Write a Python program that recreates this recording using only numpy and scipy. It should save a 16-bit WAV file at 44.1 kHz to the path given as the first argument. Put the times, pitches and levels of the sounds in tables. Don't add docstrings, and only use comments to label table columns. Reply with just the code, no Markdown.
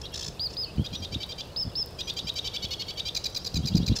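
import sys
import numpy as np
from scipy import signal
from scipy.fft import rfft, irfft
from scipy.io import wavfile
from scipy.ndimage import uniform_filter1d

SR = 44100
rng = np.random.default_rng(int(sys.argv[2]) if len(sys.argv) > 2 else 0)


def dump_mix(stems):
    frames = np.atleast_2d(stems).T
    limited = np.clip(frames, -1, 1)
    pcm = np.round(limited * 32767).astype(np.int16)
    wavfile.write(sys.argv[1], SR, pcm)


def decibels_to_gain(level_db):
    exponent = np.asarray(level_db, float) / 20
    return 10 ** exponent


N = 176400


def rms_one(x):
    return x / np.sqrt(np.mean(x ** 2) + 1e-20)


def at_hz(points, hz):
    points_hz, points_db = np.transpose(points)
    return np.interp(np.log(np.maximum(hz, 1)), np.log(points_hz), points_db)


def colour(x, spectrum):
    hz = np.arange(N // 2 + 1) * SR / N
    return rms_one(irfft(rfft(x) * decibels_to_gain(at_hz(spectrum, hz)), N))


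def ramp(t, start, length):
    return np.sin(np.pi / 2 * np.clip((t - start) / length, 0, 1)) ** 2


def band_pass(x, order, band_hz):
    return signal.sosfilt(signal.butter(order, band_hz, "band", fs=SR, output="sos"), x)


def unrest(rows, length, size):
    return uniform_filter1d(rng.standard_normal((rows, length)), size=size, axis=1) * np.sqrt(size)


def add(out, start, sound):
    i = int(start * SR)
    out[i:i + len(sound)] += sound[:max(N - i, 0)]


def two_voices(low_hz, high_hz, high_gain, tones_db, breath_db, hiss_db):
    mix = [(1, 0), (0, 1), (-1, 2), (2, 0), (1, 1), (0, 2), (3, 0), (2, 1), (1, 2), (4, 0)]
    # pitch_hz, gain_db
    throat = [(1500, -26), (2400, -6.5), (3200, 4.5), (3900, 14.5), (5000, 8.5), (6500, 2.5), (10000, -17)]
    pitch_jitter, note_spread_db = 0.013, 2
    hiss_band_hz, band_share = (11900, 14700), 0.55

    length = len(low_hz)
    wobble = unrest(3, length, 30)
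    low = 2 * np.pi / SR * np.cumsum(low_hz * (1 + pitch_jitter * wobble[0]))
    high = 2 * np.pi / SR * np.cumsum(high_hz * (1 + pitch_jitter * wobble[1]))
    tones = 0
    for (m, n), db in zip(mix, tones_db):
        hz = m * low_hz + n * high_hz
        gain = decibels_to_gain(db + note_spread_db * rng.normal() + at_hz(throat, hz))
        if (m, n) != (1, 0):
            gain = gain * high_gain
        tones = tones + gain * np.sin(m * low + n * high + rng.uniform(0, 2 * np.pi))
    first_half_rms = np.sqrt(np.mean(tones[:length // 2] ** 2))
    tones = tones * (1 + decibels_to_gain(breath_db) * wobble[2]) / first_half_rms

    beat_hz = high_hz - low_hz
    beat = 2 * np.pi / SR * np.cumsum(beat_hz)
    k = np.arange(1, 21)[:, None]
    audible = low_hz + k * beat_hz < SR / 2
    bands = (np.sin(low + k * beat + rng.uniform(0, 2 * np.pi, (20, 1))) * audible).sum(axis=0)
    hiss = (1 + np.cos(beat)) * rng.standard_normal(length)
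    bands = rms_one(band_pass(bands, 2, hiss_band_hz))
    hiss = rms_one(band_pass(hiss, 2, hiss_band_hz))
    treble = np.sqrt(band_share) * bands + np.sqrt(1 - band_share) * hiss
    return tones + decibels_to_gain(hiss_db) * high_gain * treble


def churr(out, start, end, hz, top_hz, db, ratio, high_top_hz, leads_s, tones_db):
    turn_s, high_turn_s = 0.014, 0.00853
    top_hold_s, attack_s, release_s = 0.0041, 0.012, 0.005
    creep_share = 0.023

    t = start - attack_s / 2 + np.arange(int((end - start + 0.02) * SR)) / SR
    creep = 1 + creep_share * ((t - start) / (end - start - turn_s)) ** 3 - creep_share / 4
    low = hz * creep + (top_hz - hz * creep) * ramp(t, end - turn_s, turn_s + 0.00036)
    rise = np.clip((t - (end - leads_s - high_turn_s)) / high_turn_s, 0, 1.3)
    high = hz * creep * ratio + (high_top_hz - hz * ratio) * rise ** 2
    high_gain = 1 - ramp(t, end - leads_s - 0.003, 0.0052)
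    shape = ramp(t, t[0], attack_s) * (1 - ramp(t, end + top_hold_s - release_s, release_s))
    voice = two_voices(low, high, high_gain, tones_db, breath_db=-13.5, hiss_db=-27)
    add(out, t[0], decibels_to_gain(db) * shape * voice)


def rasp(out, pulses, spectrum, top_hz, odd_db):
    arch, jitter, breath = 0.2, 0.014, 0.6
    k = np.arange(1, 19)[:, None]
    for centre, length, db in pulses:
        p = np.linspace(-1, 1, int(length * SR))
        wobble = unrest(19, len(p), 40)
        hz = top_hz * (1 - arch * p ** 2) * (1 + jitter * wobble[0])
        phase = k * 2 * np.pi / SR * np.cumsum(hz) + rng.uniform(0, 2 * np.pi, (18, 1))
        gain = decibels_to_gain(at_hz(spectrum, k * hz) + odd_db * (k % 2))
        tones = gain * (1 + breath * wobble[1:]) * np.sin(phase)
        swell = np.cos(np.pi / 2 * p) ** 2
        add(out, max(centre - length / 2, 0), decibels_to_gain(db) * swell * rms_one(tones.sum(axis=0)))


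def whistle(out, start, hz, gain, overtones_db):
    phase = 2 * np.pi / SR * np.cumsum(hz)
    tone = np.sin(phase)
    for k, db in enumerate(overtones_db):
        tone = tone + decibels_to_gain(db) * np.sin((k + 2) * phase)
    add(out, start, np.sqrt(2) * gain * tone)


def harsh_notes(out):
    # start_s, end_s, low_voice_hz (held), low_top_hz, level_db
    notes = [(0.844, 0.873, 2430, 3820, -37.5), (0.931, 0.963, 2434, 3830, -37),
             (1.022, 1.058, 2405, 3780, -38), (1.121, 1.153, 2337, 3830, -37.5),
             (1.203, 1.241, 2314, 3850, -37.5), (1.29, 1.331, 2380, 3710, -39),
             (1.382, 1.418, 2360, 3520, -37), (1.988, 2.018, 2440, 3860, -35),
             (2.074, 2.109, 2438, 3660, -33.5), (2.167, 2.201, 2383, 3796, -33),
             (2.27, 2.302, 2385, 3830, -33.5), (2.358, 2.397, 2338, 3840, -33),
             (2.447, 2.485, 2315, 3620, -32.5), (2.54, 2.573, 2296, 3510, -32.5),
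             (2.625, 2.661, 2250, 3420, -33), (2.709, 2.747, 2207, 3400, -32),
             (2.795, 2.831, 2180, 3300, -32.5), (2.882, 2.917, 2258, 3370, -35.5),
             (2.974, 3.007, 2290, 3820, -34), (3.054, 3.095, 2367, 3730, -33)]
    tones_db = [10.5, 6.5, -7, 4.5, -2, -3.5, -4.5, -6, -24, -18]
    for note in notes:
        churr(out, *note, ratio=1.333, high_top_hz=5600, leads_s=0.00496, tones_db=tones_db)


def double_notes(out):
    # start_s, end_s, level_db
    doubles = [(3.161, 3.177, -26.5), (3.254, 3.269, -26.5), (3.36, 3.377, -28.5), (3.459, 3.478, -30),
               (3.554, 3.577, -30), (3.669, 3.689, -29), (3.765, 3.782, -28.5), (3.876, 3.89, -28)]
    tones_db = [3, -4, -9, 2.5, -4, -34, -1.5, -25, -28, -18]
    # centre_s, length_s, level_db
    last_chip = [(3.99, .013, -29)]
    # pitch_hz, gain_db
    chip_colour = [(880, -52), (1500, -37), (2800, -26), (4310, 1.5), (6070, -4), (9140, -36.5),
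                   (15500, -23)]
    chip_leads_s, chip_s, chip_db = 0.0085, 0.016, -2.5
    low_voice_hz, ratio = 2487, 1.63
    rise_share, rise_s = 0.1, 0.003
    low_sag, high_sag = 0.097, 0.069

    chips = [(start - chip_leads_s, chip_s, db + chip_db) for start, _, db in doubles]
    rasp(out, [*last_chip, *chips], chip_colour, top_hz=855, odd_db=1.5)
    for start, end, db in doubles:
        t = start - 0.002 + np.arange(int((end - start + 0.0075) * SR)) / SR
        gone = np.clip((t - start) / (end - start), 0, 2) ** 3.3
        hz = low_voice_hz * (1 - rise_share * np.exp(-(t - t[0]) / rise_s))
        low, high = hz * (1 - low_sag * gone), hz * ratio * (1 - high_sag * gone)
        voice = two_voices(low, high, 1, tones_db, breath_db=-11.5, hiss_db=-23.5)
        shape = ramp(t, t[0], 0.0073) * (1 - ramp(t, end - 0.003, 0.0088))
        add(out, t[0], decibels_to_gain(db) * shape * voice)


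def buzz(out):
    # centre_s, length_s, level_db
    singles = [(0.018, 0.011, -36), (3.968, 0.034, -28.5), (.508, .03, -48), (.537, 0.034, -44.5)]
    # pitch_hz, gain_db
    buzz_colour = [(880, -42), (1500, -15.5), (2750, -11), (5290, 5), (7600, -8.5), (9790, -36.5)]
    start_s, pulses_per_s, pulse_s, level_db = 0.1445, 57.7, 0.018, -33.5
    run = [(start_s + k / pulses_per_s, pulse_s, level_db) for k in range(9)]
    rasp(out, [*singles, *run], buzz_colour, top_hz=892, odd_db=-3)


def arched_whistles(out):
    # start_hz (after the jump), top_hz, end_hz;
    # level_db (of the main tone, at the full swell)
    whistles = [(0.394, 0.477, 4500, 4990, 4280, -28.5), (.567, 0.653, 4960, 5087, 4220, -30.5),
                (1.561, 1.64, 4910, 5307, 4750, -28), (1.753, 1.834, 5110, 5390, 4890, -28)]
    overtones_db = [-36, -30.5]
    jump_hz, jump_s, fall_power = 2150, 0.00224, 4.96
    waver_hz, swell_db = 35, 3

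    for start, end, low_hz, top_hz, end_hz, db in whistles:
        t = np.arange(0, end - start, 1 / SR)
        p = t / t[-1]
        jump = -jump_hz * np.exp(-t / jump_s)
        arch = (top_hz - low_hz) * np.sin(np.pi * p * 0.8)
        fall = (end_hz - 0.45 * low_hz - 0.59 * top_hz) * p ** fall_power
        waver = uniform_filter1d(rng.standard_normal(len(t)), size=150)
        waver = waver_hz * rms_one(uniform_filter1d(waver, size=150))
        shape = ramp(t, 0, 0.0017) * (1 - ramp(t, t[-1] - 0.005, 0.0019))
        gain = shape * decibels_to_gain(db + swell_db * (p - 1))
        whistle(out, start, low_hz + jump + arch + fall + waver, gain, overtones_db)


def warbler():
    out = np.zeros(N)
    buzz(out)
    double_notes(out)
    harsh_notes(out)
    arched_whistles(out)
    return out


def neighbour():
    ends = [0.069, 0.16, 0.251, 2.458, 2.549, 2.636, 2.723, 2.813, 2.9, 2.991, 3.661, 3.752, 3.845, 3.94]
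    tones_db = [2.5, 8, -39, -4]
    note_s, level_db, first_phrase_db = 0.033, -45, 3.5
    out = np.zeros(N)
    for end in ends:
        db = level_db + first_phrase_db * (end < 1)
        churr(out, end - note_s, end, hz=2775, top_hz=3970, db=db, ratio=1.18, high_top_hz=4500,
              leads_s=0.00925, tones_db=tones_db)
    return out


def far_birds():
    # start_s, length_s, start_hz, middle_hz, end_hz, level_db
    far_whistles = [(.31, 0.026, 4130, 3980, 3740, -63), (.375, 0.038, 2600, 2810, 2930, -67),
                    (.63, 0.083, 3700, 2680, 2700, -52.5), (.775, 0.059, 2940, 3190, 3380, -49.5),
                    (.955, 0.056, 5400, 5930, 5200, -49.5), (1.775, 0.032, 2600, 3380, 3270, -53),
                    (2.02, 0.068, 5600, 6030, 5630, -51.5), (2.095, 0.038, 4760, 4660, 4500, -47),
                    (2.225, 0.061, 4500, 5290, 5600, -48), (3.322, 0.015, 5370, 5840, 6100, -52),
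                    (3.4, 0.037, 4900, 5300, 5700, -50)]
    lowest_hz, highest_hz, loudest_db = 2600, 5300, -55.5
    u = rng.random((600, 6))
    hz = lowest_hz * (highest_hz / lowest_hz) ** u[:, 2]
    middle_hz, end_hz = hz * (0.92 + 0.16 * u[:, 3]), hz * (0.88 + 0.24 * u[:, 4])
    length_s = 0.005 + 0.012 * u[:, 1]
    chatter = np.c_[u[:, 0] * N / SR, length_s, hz, middle_hz, end_hz, loudest_db - 9 * u[:, 5]]
    out = np.zeros(N)
    for start, length, a_hz, b_hz, c_hz, db in [*far_whistles, *chatter]:
        p = np.arange(int(length * SR)) / (length * SR)
        glide = 2 * a_hz * (p - 0.5) * (p - 1) - 4 * b_hz * p * (p - 1) + 2 * c_hz * p * (p - 0.5)
        whistle(out, start, glide, decibels_to_gain(db) * np.sin(np.pi * p) ** 0.067, [])
    return out


def reed_echo(birds):
    echo_db, fade_60db_s = -11.5, 0.32
    t = np.arange(SR) / SR
    echo = rng.standard_normal(SR) * decibels_to_gain(-60 * t / fade_60db_s) * ramp(t, 0.0017, 0.0017)
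    return decibels_to_gain(echo_db) * signal.fftconvolve(birds, echo / np.sqrt(np.sum(echo ** 2)))[:N]


def stems():
    # time_s, level_db (before the burst's random height and the filter)
    ticks = [(0.55, -42), (1.266, -39), (1.8602, -33), (2.1385, -36.5), (2.3412, -36), (2.707, -38),
             (3.381, -31), (3.3013, -33.5)]
    bright_hz, fade_60db_s = 8900, 0.0054
    small_per_s, small_db = 73, -50.5
    clicks = (rng.random(N) < small_per_s / SR) * decibels_to_gain(small_db + 3 * rng.standard_normal(N))
    for s, db in ticks:
        clicks[int(s * SR)] = decibels_to_gain(db)
    fading = signal.lfilter([1], [1, -decibels_to_gain(-60 / (fade_60db_s * SR))], clicks + 1e-18)
    burst = fading * rng.standard_normal(N)
    return signal.sosfilt(signal.butter(1, bright_hz, "high", fs=SR, output="sos"), burst)


def wind():
    # time_s, level_db
    gusts = [(.29, -41.5), (0.786, -25), (0.807, -24.5), (0.929, -35.5), (1.02, -35), (1.134, -39),
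             (1.158, -29), (1.669, -30), (2.25, -37.5), (2.65, -39.5), (3.564, -24), (3.598, -27),
             (3.652, -27), (3.72, -29), (3.757, -17.5), (3.801, -23), (3.836, -27.5), (3.875, -48),
             (3.901, -20.5), (3.928, -22.5)]
    gust_s, flutter_db = 0.017, -61
    lumps_per_s, lump_spread_db, lump_hz = 200, 4, (56.6, 214.3)
    lumps = (rng.random(N) < lumps_per_s / SR) * decibels_to_gain(lump_spread_db * rng.exponential(1, N))
    lumps = lumps * rng.choice([-1, 1], N)
    dull = band_pass(lumps + 1e-18, 3, lump_hz)
    dull = dull / np.sqrt(uniform_filter1d(dull ** 2, size=900) + 0.074 * np.mean(dull ** 2))
    t = np.arange(N) / SR
    level = decibels_to_gain(flutter_db) + sum(decibels_to_gain(db) * np.exp(-((t - s) / gust_s) ** 2) for s, db in gusts)
    return level * rms_one(dull)


def air():
    # pitch_hz, gain_db
    air_colour = [(12, -43), (20, -6.5), (81, 5), (186, -4.5), (239, -10), (467, -5.5), (2170, -25.5),
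                  (4870, -22.5), (5750, -27.5), (15700, -42.5)]
    return decibels_to_gain(-43.5) * colour(rng.standard_normal(N), air_colour)


def scene():
    birds = warbler() + neighbour() + far_birds()
    return (birds + reed_echo(birds) + stems() + wind() + air())[None]


def low_pass(x):
    return signal.sosfilt(signal.butter(12, 15850, fs=SR, output="sos"), x)


def record(dry):
    mix = signal.sosfilt(signal.cheby2(24, 50, 15950, fs=SR, output="sos"), dry)
    return low_pass(mix)


dry = scene()
out = record(dry)
dump_mix(out)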